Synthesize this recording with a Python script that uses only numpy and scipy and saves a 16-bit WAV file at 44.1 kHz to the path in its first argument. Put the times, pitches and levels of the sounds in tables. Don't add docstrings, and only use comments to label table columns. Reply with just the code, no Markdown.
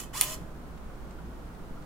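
import sys
import numpy as np
from scipy import signal
from scipy.fft import rfft, irfft, next_fast_len
from scipy.io import wavfile
from scipy.ndimage import uniform_filter1d, map_coordinates

SR = 44100
rng = np.random.default_rng(int(sys.argv[2]) if len(sys.argv) > 2 else 0)


def dump_mix(stems):
    frames = np.atleast_2d(stems).T
    limited = np.clip(frames, -1, 1)
    pcm = np.round(limited * 32767).astype(np.int16)
    wavfile.write(sys.argv[1], SR, pcm)


N = 81585
TOP_HZ = 15800

# frequency in Hz, left-right likeness (1 is mono).
CLOSE_IMAGE = [(300, 1), (1400, 0.6), (3100, 0.38), (7000, 0.064), (15000, 0.22)]
# start in seconds, level in dB, t60 in seconds, tilt in dB per octave.
SHUTTER_HITS = [(0.2122, -23, 0.018, -4), (0.2115, -14, 0.003, 7), (.2120, -11, 0.005, 5),
                (0.2137, -23.5, 0.012, -1), (.2141, -26, 0.01, -4), (0.2175, -29.5, 0.02, -1),
                (0.2197, -26.5, 0.014, 2), (0.2236, -23.5, 0.01, -6), (0.231, -30, 0.025, -4.5),
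                (0.2355, -32, 0.075, 0)]


def amp(db):
    return 10 ** (np.asarray(db) / 20)


def unit(x):
    return x / np.sqrt(np.mean(x ** 2) + 1e-20)


def along(points, hz):
    f, v = np.transpose(points)
    return np.interp(np.log(hz + 1), np.log(f + 1), v)


def clock():
    return np.arange(N) / SR


def wobble(rate):
    return map_coordinates(rng.standard_normal(int(N * rate / SR) + 4), [clock() * rate])


def filtered(x, response):
    size = next_fast_len(N + SR // 2)
    return irfft(rfft(x, size) * response(np.fft.rfftfreq(size, 1 / SR)), size)[..., :N]


def stereo(pair, colour, image, tilt_db=0):
    def response(hz):
        angle = np.arccos(np.clip(along(image, hz), -1, 1)) / 2
        return amp(along(colour, hz) + tilt_db * np.log2(hz + 1)) * [np.cos(angle), np.sin(angle)]
    mid, side = filtered(pair, response)
    return unit(np.array([mid + side, mid - side]))


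def noise():
    return rng.standard_normal((2, N))


def decay(start, t60):
    age = clock() - start
    return (age >= 0) * np.exp(-np.log(1000) * np.maximum(age, 0) / t60)


def swell(peak, half_width):
    return np.exp(-((clock() - peak) / half_width) ** 2)


def ventilation():
    # time in seconds, level in dB.
    hum_levels = [(0.0, -67), (0.046, -52), (0.73, -45.5), (0.782, -49.5), (0.854, -43.5), (0.984, -55),
                  (1.03, -41.5), (1.138, -55), (1.168, -47), (1.226, -44.5), (1.53, -53), (1.566, -81),
                  (1.648, -50.5), (1.85, -52)]
    # frequency in Hz, level in dB.
    air_colour = [(20, 0), (32, -2.5), (50, -5), (70, -8), (92, -14.5), (135, -8.5), (200, -10.5),
                  (320, -14.5), (470, -18), (1040, -23), (1400, -23.5), (1800, -31), (2400, -35.5),
                  (5000, -42.5), (15500, -47.5)]
    # frequency in Hz, left-right likeness.
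    air_image = [(30, 0.75), (70, 0.58), (150, 1), (350, 0.75), (700, 0.53), (1500, 0.067), (4000, 0.056),
                 (12000, 0.058)]
    hum_rms = amp(np.interp(clock(), *np.transpose(hum_levels)) - 1)
    hum_hz = 57.9 * (1 + .05 * wobble(14))
    phase_drift = .5 * np.array([wobble(8.8), wobble(11.36)])
    hum = np.sqrt(2) * hum_rms * np.sin(2 * np.pi * np.cumsum(hum_hz) / SR + phase_drift)
    air = filtered(amp(-42.5) * stereo(noise(), air_colour, air_image), lambda hz: hz < TOP_HZ)
    return (air + hum) * amp([[-.7], [.7]])


def gear_rattle(turns):
    # frequency in Hz, level in dB.
    gear_colour = [(200, -27), (600, -21.5), (1000, -2.5), (1450, -5), (2000, -5), (3000, -3.5),
                   (3750, -12.5), (4200, -5), (5300, -10.5), (7200, 4.5), (10500, -1.5), (12300, -1.5),
                   (14500, -4), (16000, -18.5)]
    # centre in Hz, width in Hz, gain in dB.
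    case_modes = [(1093, 186, 0.5), (1910, 390, -5), (2550, 74, -1.5), (2990, 150, 2), (3405, 55, 5.5),
                  (4150, 86, 2.5), (4850, 110, 1.5), (5040, 99, -6), (5670, 92, 3.5), (6100, 70, 3.5),
                  (6830, 61, 2), (7170, 93, -3), (7800, 90, -11), (9100, 150, -5.5), (10360, 330, -0.5),
                  (11400, 83, -6), (12500, 130, -7), (14300, 290, -3)]
    # peak time in seconds, boost in dB, half-width in seconds.
    catches = [(.003, 3.5, 0.0022), (0.039, 6.5, 0.0034), (0.178, 3.5, 0.0045)]
    teeth = 6
    tooth = np.floor(turns * teeth).astype(int)
    polarity = rng.choice([-1, 1], (2, 32))[:, tooth % teeth]
    scatter_db = rng.uniform(-9.75, 7.5, (2, N))
    blows = unit(np.diff(tooth, prepend=0) * polarity * amp(scatter_db))
    force = blows + amp(.5) * noise()
    gears = stereo(force, gear_colour, CLOSE_IMAGE)
    flat_force = stereo(force, [(1000, 0)], CLOSE_IMAGE)
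    case = filtered(flat_force, lambda hz: sum(
        amp(db) * 1j * hz * width / (centre ** 2 - hz ** 2 + 1j * hz * width)
        for centre, width, db in case_modes))
    buzz_db = 2 * np.sin(2 * np.pi * turns / 2)
    catch_db = sum(db * swell(peak, width) for peak, db, width in catches)
    return unit(gears + amp(-2) * unit(case)) * amp(buzz_db + catch_db)


def case_tones():
    # peak time in seconds, level in dB, pitch in Hz, half-width in seconds.
    tones = [(0.04, -52, 3050, 0.012), (0.075, -61, 2560, 0.013), (0.031, -54.5, 1150, 0.031),
             (0.143, -43.5, 1110, .011), (.143, -49, 2990, .009)]
    return sum(amp(db) * swell(peak, width) * np.sin(2 * np.pi * hz * clock() + .5 * wobble(120))
               for peak, db, hz, width in tones)


def gear_whine(turns, shaft_hz):
    # multiple of the shaft speed, then relative dB at spin-up, under load and at the end.
    partials = [(1, -33, -11, -5), (2, -11.5, -28, -12), (3.1, -12.5, -27, -28), (4.1, -19, -18, -21),
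                (4.8, -9, -15.5, -16), (6.8, -16, -21, -19), (8, -21, -19, -13), (9, -17.5, -14, -35),
                (11, -22, -15, -12)]
    stages = [0.15, 0.25, 0.39]
    bloom_hz, half_width_hz = 963, 30
    whine = 0
    for multiple, *levels in partials:
        stage_db = np.interp(clock(), stages, levels)
        bloom_db = 10.5 / (1 + ((multiple * shaft_hz - bloom_hz) / half_width_hz) ** 2)
        flutter_db = 2.8 * wobble(63.4)
        whine += amp(stage_db + bloom_db + flutter_db) * np.sin(2 * np.pi * multiple * turns)
    return whine


def motor():
    # start in seconds, stop in seconds, level in dB, coasting fade in dB per second.
    runs = [(-.12, -0, -38.5, 306), (.129, 0.229, -35.5, 161), (0.248, 0.341, -39, 603)]
    # time in seconds, Hz.
    shaft_speeds = [(.124, 199.9), (.14, 379.9), (.155, 479.4), (.166, 557.6), (.184, 611.6), (.207, 640.9),
                    (.238, 611.7), (.27, 599), (.3, 617.2), (.33, 634), (.37, 640.3)]
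    # frequency in Hz, left minus right in dB.
    balance = [(600, -2), (2400, -0.5), (8000, -5), (15000, 1)]
    restart_s, rise_s = .124, .022
    t = clock()
    power = 0
    for start, stop, db, fade in runs:
        attack = 1 - np.exp(-np.maximum(t - start, 0) / rise_s)
        power += (attack * amp(db - fade * np.maximum(t - stop, 0))) ** 2
    shaft_hz = np.where(t < restart_s, shaft_speeds[-1][1], np.interp(t, *np.transpose(shaft_speeds)))
    turns = np.cumsum(shaft_hz * (1 + .012 * wobble(150))) / SR
    turns += .014 * wobble(500)
    gears = gear_rattle(turns) + gear_whine(turns, shaft_hz) * (t > restart_s)
    whir = np.sqrt(power) * gears + case_tones()
    return filtered(whir, lambda hz: amp(np.outer([.5, -.5], along(balance, hz))) * (hz < TOP_HZ))


def shutter():
    # frequency in Hz, level in dB.
    colour = [(300, -44), (600, -12), (1000, -10.5), (1450, -12.5), (2000, -6.5), (2700, -5.5),
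              (3450, -2.5), (3900, -9), (4600, -11.5), (6000, -12), (8000, -6), (9200, -5.5), (11800, -0.5),
              (12550, -3), (13200, -10), (14100, -3.5), (15200, -9.5), (16500, -18.5)]
    cracks, energy = 0, 0
    for start, db, t60, tilt in SHUTTER_HITS:
        envelope = amp(db) * decay(start, t60)
        cracks += envelope * stereo(noise(), colour, CLOSE_IMAGE, tilt_db=tilt)
        energy += np.sum(envelope ** 2)
    smoothing_hz = 700
    spectrum, hz = rfft(cracks), np.fft.rfftfreq(N, 1 / SR)
    power = np.abs(uniform_filter1d(np.abs(spectrum) ** 2, int(smoothing_hz * N / SR)))
    snap = irfft(spectrum * amp(along(colour, hz)) / np.sqrt(power + 1e-12), N)
    return unit(snap) * np.sqrt(energy / N)


def blades():
    # start in seconds, level in dB.
    strikes = [(.21157, -8), (.21202, -6.5)]
    # pitch in Hz, relative level in dB, t60 in seconds.
    modes = [(3400, -17, .014), (7100, -18, .008), (9400, -4, .005), (10300, -3, .005), (11700, -1.5, .004),
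             (13400, -8, .003), (15100, 0, .003)]
    low_cut_hz = 2400
    right_lag_s = .000032
    ring = sum(amp(db + mode_db) * decay(start, t60) * np.sin(2 * np.pi * hz * (clock() - start))
               for start, db in strikes for hz, mode_db, t60 in modes)
    ring = filtered(ring, lambda hz: 1 / (1 + (low_cut_hz / (hz + 1)) ** 4))
    return filtered(ring, lambda hz: np.exp(2j * np.pi * np.outer([.5, -.5], hz) * right_lag_s))


def spring():
    # pitch in Hz, level in dB, t60 in seconds.
    modes = [(942, -44, .3), (1023, -43.5, .7), (2797, -48, .3), (2972, -48, .3), (4204, -49, .3),
             (4589, -48, .22), (4746, -48, .22), (5625, -47, .25), (6810, -47, .28), (7897, -48, .28),
             (9186, -45, .2), (9430, -44, .2), (9757, -45, .2), (10655, -44, .25), (12020, -47, .2),
             (13990, -49, .25)]
    start = max(SHUTTER_HITS, key=lambda hit: hit[1])[0]
    ring = 0
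    for hz, db, t60 in modes:
        shimmer = .22 * np.array([wobble(47), wobble(59)])
        ring += amp(db) * decay(start, t60) * np.sin(2 * np.pi * hz * (clock() - start) + shimmer)
    return ring


def handling():
    # start in seconds, level in dB.
    knock_hits = [(0.37, -41), (0.416, -40.5), (1.708, -41)]
    tick_hits = [(.776, -57), (1.109, -54), (1.548, -60), (1.823, -56)]
    # frequency in Hz, level in dB.
    knock_colour = [(40, -28), (170, -1), (300, -12), (700, -38), (3000, -53)]
    tick_colour = [(400, -23), (1800, 6), (4500, -3), (8000, -7), (14000, -24)]

    def bursts(hits, colour, t60):
        envelope = sum(amp(db) * decay(start, t60) for start, db in hits)
        return envelope * stereo(noise(), colour, CLOSE_IMAGE)
    ticks = bursts(tick_hits, tick_colour, t60=.053)
    knocks = bursts(knock_hits, knock_colour, t60=.085)
    return ticks + filtered(knocks, lambda hz: 1 / (1 + (hz / 900) ** 4))


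def squeaks():
    # peak time in seconds, level in dB, pitch in Hz.
    slips = [(1.189, -49, 1370), (1.775, -51.5, 1374)]
    return sum(amp(db) * swell(peak, half_width=.0069) * np.sin(2 * np.pi * hz * clock() + wobble(200))
               for peak, db, hz in slips)


def room(send):
    # frequency in Hz, t60 in seconds.
    decay_times = [(300, 0.66), (2000, 0.43), (8000, 0.16), (15000, 0.16)]
    predelay_s = .005
    hz, t, bands = signal.stft(rng.standard_normal((2, SR // 2)), SR, nperseg=256)
    fade = amp(-60 * t / along(decay_times, hz)[:, None])
    tail = signal.istft(bands * fade, SR, nperseg=256)[1]
    tail = np.pad(tail / np.linalg.norm(tail[0]), ((0, 0), (int(predelay_s * SR), 0)))
    return signal.fftconvolve(send, tail, axes=1)[:, :N]


def scene():
    whir, snap = motor(), shutter() + blades()
    close = whir + snap * amp([[-.5], [.5]]) + spring() + handling() + squeaks()
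    return close + room(amp(-14) * whir + amp(-11.5) * snap) + ventilation()


def record(dry):
    ceiling, cutoff_hz = .9, 16500
    rounded = dry / (1 + np.abs(dry / ceiling) ** 6) ** (1 / 6)
    return filtered(rounded, lambda hz: np.clip((cutoff_hz - hz) / 500 + .5, 0, 1))


dry = scene()
out = record(dry)
dump_mix(out)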